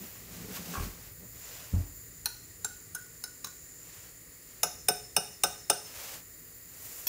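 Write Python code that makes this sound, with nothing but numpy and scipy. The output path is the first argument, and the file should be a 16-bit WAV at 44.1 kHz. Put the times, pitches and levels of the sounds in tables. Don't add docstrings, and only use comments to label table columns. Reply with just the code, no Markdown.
import sys
import numpy as np
from scipy import signal
from scipy.fft import rfft, irfft, next_fast_len
from scipy.io import wavfile

SR = 44100
rng = np.random.default_rng(int(sys.argv[2]) if len(sys.argv) > 2 else 0)


def generate_wav(signal):
    frames = np.transpose(np.atleast_2d(signal))
    scaled = np.clip(frames, -1, 1) * 32767
    pcm = np.round(scaled).astype(np.int16)
    wavfile.write(sys.argv[1], SR, pcm)


def makeup_ratio(level_db):
    decades = np.asarray(level_db, float) / 20
    return 10 ** decades


N = 312580

# t/s, blow level/dB, stressed pitch f/Hz, stressed pitch level/dB,
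# f/Hz left dull by the spot struck, change of the bell modes level/dB
STIR_BLOWS = [(2.256, -26.5, 4230, 2, 7400, -12.5), (2.6445, -30.5, 7390, 10.5, 7900, -2.5),
              (2.947, -34.5, 7060, -8, 4440, 1.5), (3.237, -36.5, 5200, 6, 8000, -3),
              (3.443, -33, 1166, -1, 9900, -11.5), (3.468, -45, 1100, 0, 10000, 0)]
# t/s, blow level/dB, stressed pitch f/Hz, stressed pitch level/dB,
# f/Hz left dull by the spot struck
RIM_TAPS = [(4.6305, -20.5, 6900, 7, 8730), (4.8835, -19.5, 8950, 3, 11300),
            (5.1635, -19.5, 5240, -3, 6960), (5.4345, -18, 5350, -6, 10900),
            (5.6975, -17.5, 3600, -2.5, 11070)]
MUG_MODE_HZ = [170, 300, 350, 425, 490, 555, 650, 725, 835, 930, 1228, 1350, 1460, 1513, 1550, 2480, 2600,
               2860, 3630, 3730, 3960, 4500, 5225, 5268, 5262, 5243, 5695, 6165, 6158, 6530, 7650, 8420,
               8970, 9290, 9400, 10400, 11850, 13300, 14700, 15430]
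# (time to fall by 60 dB, before ring_share shortens it)
MUG_MODES = [(-36, -23, 0.15), (-26, -21, 0.11), (-29, -24, 0.14), (-18.5, -11, 0.11), (-30, -25, 0.063),
             (-39, -11.5, 0.11), (-40, -17, 0.028), (-25, -8, 0.13), (-12, -5, 0.062),
             (-20.5, -19.5, 0.096), (-13.5, -11, 0.077), (-34, -14.5, 0.11), (-6, -50, 0.3),
             (-13, -17.5, 0.19), (-9, -22, 0.19), (-35, -2, 0.012), (-32, -13.5, 0.045), (-17, -7, 0.039),
             (-32, -3.5, 0.025), (-20, -14.5, 0.13), (-3.5, -39, 0.064), (-3, -43, 0.026), (-7, -36, 0.054),
             (-11.5, -1.5, 0.085), (-30, -36, 0.35), (-31, -27, 1), (-4, -4.5, 0.035), (-3, -6, 0.07),
             (-31, -32.5, 0.74), (2, -2.5, 0.04), (-16, -11.5, 0.064), (-9, 0.5, 0.01), (-5, -6, 0.046),
             (4, 2.5, 0.02), (-7, -1.5, 0.042), (4, -5.5, 0.023), (-17, -7.5, 0.033), (0.5, -5, 0.032),
             (-24, -6, 0.036), (-14, -8, 0.036)]
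# f/Hz, level/dB under the blow, t60/s
SPOON_MODES = [(985, -21, 0.22), (1790, -20, 0.077), (2600, -14, 0.43), (3360, -13.5, 0.44),
               (4210, -19, .3), (4620, -20, .3), (5590, -3.5, 0.16), (6218, -14, .2), (6900, -11, .2),
               (11063, -15, 0.27), (13300, 1.5, .3), (15500, -6, .3)]
# t/s, rumble of the rollers level/dB, rubbing of the runners level/dB
DRAWER_ROLL = [(0.0, -41.5, -52), (0.14, -65.5, -55), (0.28, -55, -58), (0.31, -53.5, -51),
               (0.49, -42, -52.5), (0.562, -52, -40.5), (0.6, -45.5, -48), (0.73, -46.5, -45.5),
               (0.8, -39, -45.5), (0.84, -43.5, -45), (0.96, -58.5, -57.5), (1.11, -69, -54.5)]
# f/Hz, width/Hz, relative level/dB
RUNNER_PEAKS = [(176.6, 19, -1.5), (260, 52, -11), (397, 100, -14)]
# t/s, level/dB
TRAY_JOLTS = [(0.15, -59), (0.56, -49), (0.735, -36), (0.761, -44), (0.82, -51), (0.92, -59)]
# f/Hz, width/Hz, relative level/dB
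TRAY_PEAKS = [(776, 57, -5.5), (1100, 46, 6.5), (1350, 170, -4), (1630, 82, -3.5), (2450, 200, -11)]
# t/s, level/dB, change of the deepest mode level/dB,
# push length/s, shake of loose joints level/dB
THUD_PUSHES = [(0.774, -39, 0, 0.0056, -48), (0.802, -37, 8.5, 0.0046, -48),
               (1.7248, -39, -12, 0.0046, -60), (1.7327, -36, -12, 0.0024, -37),
               (1.737, -26.5, -10, 0.003, -35), (1.761, -38, -5, 0.0023, -41),
               (1.7788, -29.5, -5, 0.0064, -58)]
# f/Hz, level/dB under the push, t60/s
CABINET_MODES = [(46.2, -3, 0.49), (85, 3, 0.28), (89.7, 2, 0.24), (115.7, 0.5, 0.24), (181, 1.5, 0.1),
                 (263, -12, 0.39), (292, -14, 0.51), (353, -14, 0.47), (404, -24, 0.19)]
# start t/s, swelling t/s, holding t/s, body level/dB, crisp top level/dB before CRISP_BOOST_DB
SLEEVE_MOVES = [(1.32, 0.15, .18, -50.5, -55), (1.68, 0.051, 0.089, -57.5, -61),
                (3.77, .12, 0.17, -56.5, -59.5), (4.38, 0.12, .11, -62.5, -63),
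                (5.799, 0.2, 0.14, -45, -47.5), (6.67, 0.2, .3, -53.5, -47)]
# f/Hz, relative level/dB per Hz
CLOTH_COLOUR = [(200, -22), (300, -18.5), (490, -2), (930, -6), (1600, -4.5), (2700, -4), (3500, -7),
                (6200, -1.5), (7500, -1), (8800, -4), (11500, -2.5), (14000, 3.5), (15650, 0.5),
                (15850, -18)]
# f/Hz, relative level/dB per Hz
HUM_COLOUR = [(12, -44), (20, -22), (42, -7), (92, -8), (118, -5), (139, -21), (160, -11), (210, -25.5),
              (350, -120)]
# t/s, level/dB
HUM_LEVEL = [(0.0, -59), (0.9, -52), (1.6, -55.5), (2.9, -58), (3.4, -60.5), (4.5, -59.5), (4.85, -57.5),
             (5.5, -61.5), (7.09, -60)]
# f/Hz, relative level/dB per Hz
MURMUR_COLOUR = [(100, -24), (140, -8), (167, 2.5), (204, -21.5), (238, -3), (355, -7), (470, -5.5),
                 (560, -12), (700, -41), (1000, -76)]
# f/Hz, relative level/dB per Hz
HISS_COLOUR = [(350, -49), (600, -8), (920, -13.5), (1200, -8.5), (1580, -9), (1900, -1.5), (2300, -8.5),
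               (3400, -16), (4800, -6), (5800, -14), (7100, 0), (8700, -12.5), (9900, -2), (11900, -13),
               (14400, -1), (15650, -4.5), (15850, -20)]
# t/s, lower band level/dB, upper band level/dB
WHISTLE_LEVEL = [(0.0, -55, -47), (0.29, -60.5, -57), (1.05, -61.5, -55), (1.46, -50.5, -52),
                 (1.74, -60, -57), (1.97, -53.5, -53.5), (2.35, -57.5, -60), (3.24, -54.5, -60),
                 (3.8, -53, -60), (4.3, -59.5, -61.5), (4.84, -57.5, -63), (5.85, -60, -70),
                 (6.1, -56, -56), (6.6, -59, -54), (7.09, -52, -65)]
# f/Hz, width/Hz, lower band first
WHISTLE_PEAKS = [(7110, 156), (14490, 490)]
# f/Hz, t60/s
ROOM_DECAY = [(100, 0.8), (700, 0.43), (3000, 0.5), (8000, 0.67), (15000, 0.083)]

BELL_LOW_HZ, BELL_HIGH_HZ = 1400, 1600
WAVER, WAVER_S = .8, .006
STRESSED_T60_S = 0.038
LEFT_DB, HELD_S = -1.5, 0.0056
DULL_DB, DULL_WIDTH_HZ = -17, 600
SET_DOWN_S, SET_DOWN_DB = 7.0695, -25
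SETTLE_S, SETTLE_DB, SETTLE_WIDTH_S = 1.24, -51, 0.034
JOLT_RISE_S, JOLT_DIE_S = 0.008, 0.039
CRISP_EDGE_HZ, CRISP_BOOST_DB = 5950, 1.0
RUBBING_TOP_DB = -2.5
SWELL_FROM_DB, FADE_DB_PER_S = -13, 138
MURMUR_DB, HISS_DB, ROOM_DB = -62.5, -53.5, -12


def rms_one(x):
    return x / np.sqrt(np.mean(x ** 2) + 1e-20)


def gains_in_time(rows):
    s, *columns = np.transpose(rows)
    t = np.arange(N) / SR
    edge = np.clip(np.minimum(t - s[0] + .03, s[-1] + .03 - t) / .06, 0, 1)
    return [edge * makeup_ratio(np.interp(t, s, c)) for c in columns]


def at_hz(points, hz):
    table = np.array(points)
    return np.interp(np.log(hz + 1), np.log(table[:, 0]), table[:, 1])


def filtered(x, hz, kind):
    return signal.sosfilt(signal.butter(2, hz, kind, fs=SR, output="sos"), x)


def coloured(spectrum):
    size = next_fast_len(N)
    hz = np.arange(size // 2 + 1) * SR / size
    shaped = rfft(rng.standard_normal(size)) * makeup_ratio(at_hz(spectrum, hz))
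    return rms_one(irfft(shaped, size)[:N])


def flicker(rate, depth_db):
    r = np.exp(-2 * np.pi * rate / SR)
    slow = signal.lfilter([1], [1, -2 * r, r * r], rng.standard_normal(N + SR))[SR:]
    return rms_one(makeup_ratio(depth_db * rms_one(slow)))


def ring(force, hz, t60):
    r = makeup_ratio(-60 / (t60 * SR))
    w = 2 * np.pi * min(hz, 20000) / SR
    return signal.lfilter([0, np.sin(w)], [1, -2 * r * np.cos(w), r * r], force + 1e-18)


def resonate(x, peaks):
    out = 0
    for k, (hz, width, db) in enumerate(peaks):
        r = np.exp(-np.pi * width / SR)
        poles = [1, -2 * r * np.cos(2 * np.pi * hz / SR), r * r]
        peak = signal.lfilter([1, 0, -1], poles, x) * (1 - r * r) / 2
        out = out + (-1) ** k * makeup_ratio(db) * peak
    return out


def add(out, s, sound):
    i = int(s * SR)
    out[i:i + len(sound)] += sound[:N - i]


def contact(skid_s=0.0032):
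    force, t = np.zeros(SR // 2), np.arange(200) / SR
    force[:200] = t / skid_s * np.exp(-(t / skid_s) ** 2) * rng.standard_normal(200)
    return force / np.sqrt(np.sum(force ** 2))


def clinks(blows, column, crack_db, crack_s, ring_share, overtone_ratio, overtone_db):
    out, start, age = np.zeros(N), np.zeros(SR // 2), np.arange(SR // 2) / SR
    held = makeup_ratio(LEFT_DB) + (1 - makeup_ratio(LEFT_DB)) * np.exp(-age / HELD_S)
    spray_age = age[:SR // 8]
    spray = np.exp(-spray_age / crack_s) + makeup_ratio(-20.0) * np.exp(-spray_age / 0.078)
    for s, db, stressed_hz, stressed_db, dull_hz, *bell_db in blows:
        crack = signal.fftconvolve(contact(), spray * rng.standard_normal(SR // 8))[:SR // 2]
        sound = makeup_ratio(crack_db) * filtered(crack, 400, "high")
        sound -= (1 - makeup_ratio(DULL_DB)) * resonate(sound, [(dull_hz, 2 * DULL_WIDTH_HZ, 0)])
        modes = []
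        for hz, mode in zip(MUG_MODE_HZ, MUG_MODES):
            bell = sum(bell_db) * (BELL_LOW_HZ < hz < BELL_HIGH_HZ)
            dull = DULL_DB * np.exp(-((hz - dull_hz) / DULL_WIDTH_HZ) ** 2)
            modes.append((hz, mode[column] + bell + dull, ring_share * mode[2]))
        modes.append((stressed_hz, stressed_db, STRESSED_T60_S))
        modes.append((overtone_ratio * stressed_hz, stressed_db + overtone_db, STRESSED_T60_S))
        for (hz, level_db, t60), (lag, scatter) in zip(modes, rng.random((len(modes), 2))):
            start[:] = 0
            i = int((0.00043 + .0012 * lag + 1.5 / hz) * SR)
            cycles = max(round(.0012 * hz), 1)
            start[i], start[i + round(cycles * SR / hz)] = .4, .6
            wander = np.interp(age, WAVER_S * np.arange(90), rng.standard_normal(90))
            waver = 1 + WAVER * wander * np.minimum(age / 0.015, 1)
            tuned_hz = hz * (1 + 0.0029 * (lag - .5))
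            sound += waver * makeup_ratio(level_db + 6.7 * (scatter - .5)) * ring(start, tuned_hz, t60)
        add(out, s, makeup_ratio(db) * held * sound)
    return filtered(out, 130, "high")


def set_down():
    out, click = np.zeros(N), np.zeros(SR // 4)
    click[0] = 1
    rings = sum(makeup_ratio(db) * ring(click, hz, t60) for hz, db, t60 in SPOON_MODES)
    add(out, SET_DOWN_S, makeup_ratio(SET_DOWN_DB) * rings)
    scuff = rng.standard_normal(SR // 20) * np.exp(-np.arange(SR // 20) / (0.015 * SR))
    add(out, SET_DOWN_S, makeup_ratio(-35) * filtered(scuff, [700, 8000], "band"))
    return out


def drawer():
    t = np.arange(N) / SR
    rumble = gains_in_time(DRAWER_ROLL)[0]
    rumble = rumble + makeup_ratio(SETTLE_DB) * np.exp(-((t - SETTLE_S) / SETTLE_WIDTH_S) ** 2)
    clatter = 0
    for s, db in TRAY_JOLTS:
        rise = np.clip((t - s) / JOLT_RISE_S, 0, 1)
        clatter = clatter + makeup_ratio(db) * rise * np.exp(-np.maximum(t - s, 0) / JOLT_DIE_S)
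    knocks = (rng.random(N) < 900 / SR) * rng.standard_normal(N)
    rollers = rms_one(resonate(rng.standard_normal(N), RUNNER_PEAKS))
    tray = rms_one(resonate(knocks, TRAY_PEAKS))
    return rumble * rollers * flicker(12, depth_db=1.5) + clatter * tray


def thuds():
    out = np.zeros(N)
    for s, db, deep_db, push_s, shake_db in THUD_PUSHES:
        force, push = np.zeros(SR // 2), np.hanning(int(push_s * SR))
        force[:len(push)] = push / push.sum()
        panels = 0
        for k, (hz, level_db, t60) in enumerate(CABINET_MODES):
            panels = panels + makeup_ratio(level_db + deep_db * (k == 0)) * ring(force, hz, t60)
        shake = rng.standard_normal(SR // 2) * np.exp(-np.arange(SR // 2) / (0.062 * SR))
        add(out, s, makeup_ratio(db) * panels + makeup_ratio(shake_db) * filtered(shake, [230, 900], "band"))
    return out


def rustle():
    body = gains_in_time(DRAWER_ROLL)[1]
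    crisp = makeup_ratio(RUBBING_TOP_DB) * body
    for s, swell_s, hold_s, body_db, crisp_db in SLEEVE_MOVES:
        stop = s + swell_s + hold_s
        end = stop - SWELL_FROM_DB / FADE_DB_PER_S
        move, = gains_in_time([(s, SWELL_FROM_DB), (s + swell_s, 0), (stop, 0), (end, SWELL_FROM_DB)])
        body = body + makeup_ratio(body_db) * move
        crisp = crisp + makeup_ratio(crisp_db) * move
    low = rms_one(filtered(coloured(CLOTH_COLOUR), CRISP_EDGE_HZ, "low"))
    high = rms_one(filtered(coloured(CLOTH_COLOUR), CRISP_EDGE_HZ, "high"))
    return (body * low + crisp * high * makeup_ratio(CRISP_BOOST_DB)) * flicker(28, depth_db=1.0)


def kitchen_air():
    air = gains_in_time(HUM_LEVEL)[0] * coloured(HUM_COLOUR) * flicker(2.0, depth_db=1.5)
    air += makeup_ratio(MURMUR_DB) * coloured(MURMUR_COLOUR) * flicker(14, depth_db=0.5)
    air += makeup_ratio(HISS_DB) * coloured(HISS_COLOUR)
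    for gain, (hz, width) in zip(gains_in_time(WHISTLE_LEVEL), WHISTLE_PEAKS):
        band = rms_one(resonate(rng.standard_normal(N), [(hz, width, 0)]))
        air += gain * band * flicker(45, depth_db=1.5)
    return air


def room(x):
    t, echo = np.arange(SR // 2) / SR, 0
    for low in 60 * 2. ** np.arange(9):
        band = filtered(rng.standard_normal(len(t)), [low, min(2 * low, 20000)], "band")
        echo = echo + band * makeup_ratio(-60 * t / at_hz(ROOM_DECAY, 1.35 * low))
    echo *= np.clip((t - .003) / 0.0076, 0, 1) * (1 + 1.0 * np.exp(-t / 0.0082))
    return signal.fftconvolve(x, echo / np.sqrt(np.sum(echo ** 2)))[:N]


def scene():
    struck = clinks(STIR_BLOWS, column=0, crack_db=-1.0, crack_s=0.0042, ring_share=0.87,
                    overtone_ratio=3.18, overtone_db=-4)
    struck += clinks(RIM_TAPS, column=1, crack_db=-5, crack_s=0.0049, ring_share=0.97,
                     overtone_ratio=1.58, overtone_db=-3)
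    struck += set_down()
    mono = struck + makeup_ratio(ROOM_DB) * room(struck)
    mono = mono + drawer() + thuds() + rustle() + kitchen_air()
    return np.array([mono, mono])


def band_limit(x):
    return signal.sosfilt(signal.butter(12, 17090, fs=SR, output="sos"), x)


def record(dry):
    mix = filtered(dry, 35, "high")
    mix = signal.sosfilt(signal.ellip(8, .5, 24, 15720, fs=SR, output="sos"), mix)
    return band_limit(mix)


dry = scene()
out = record(dry)
generate_wav(out)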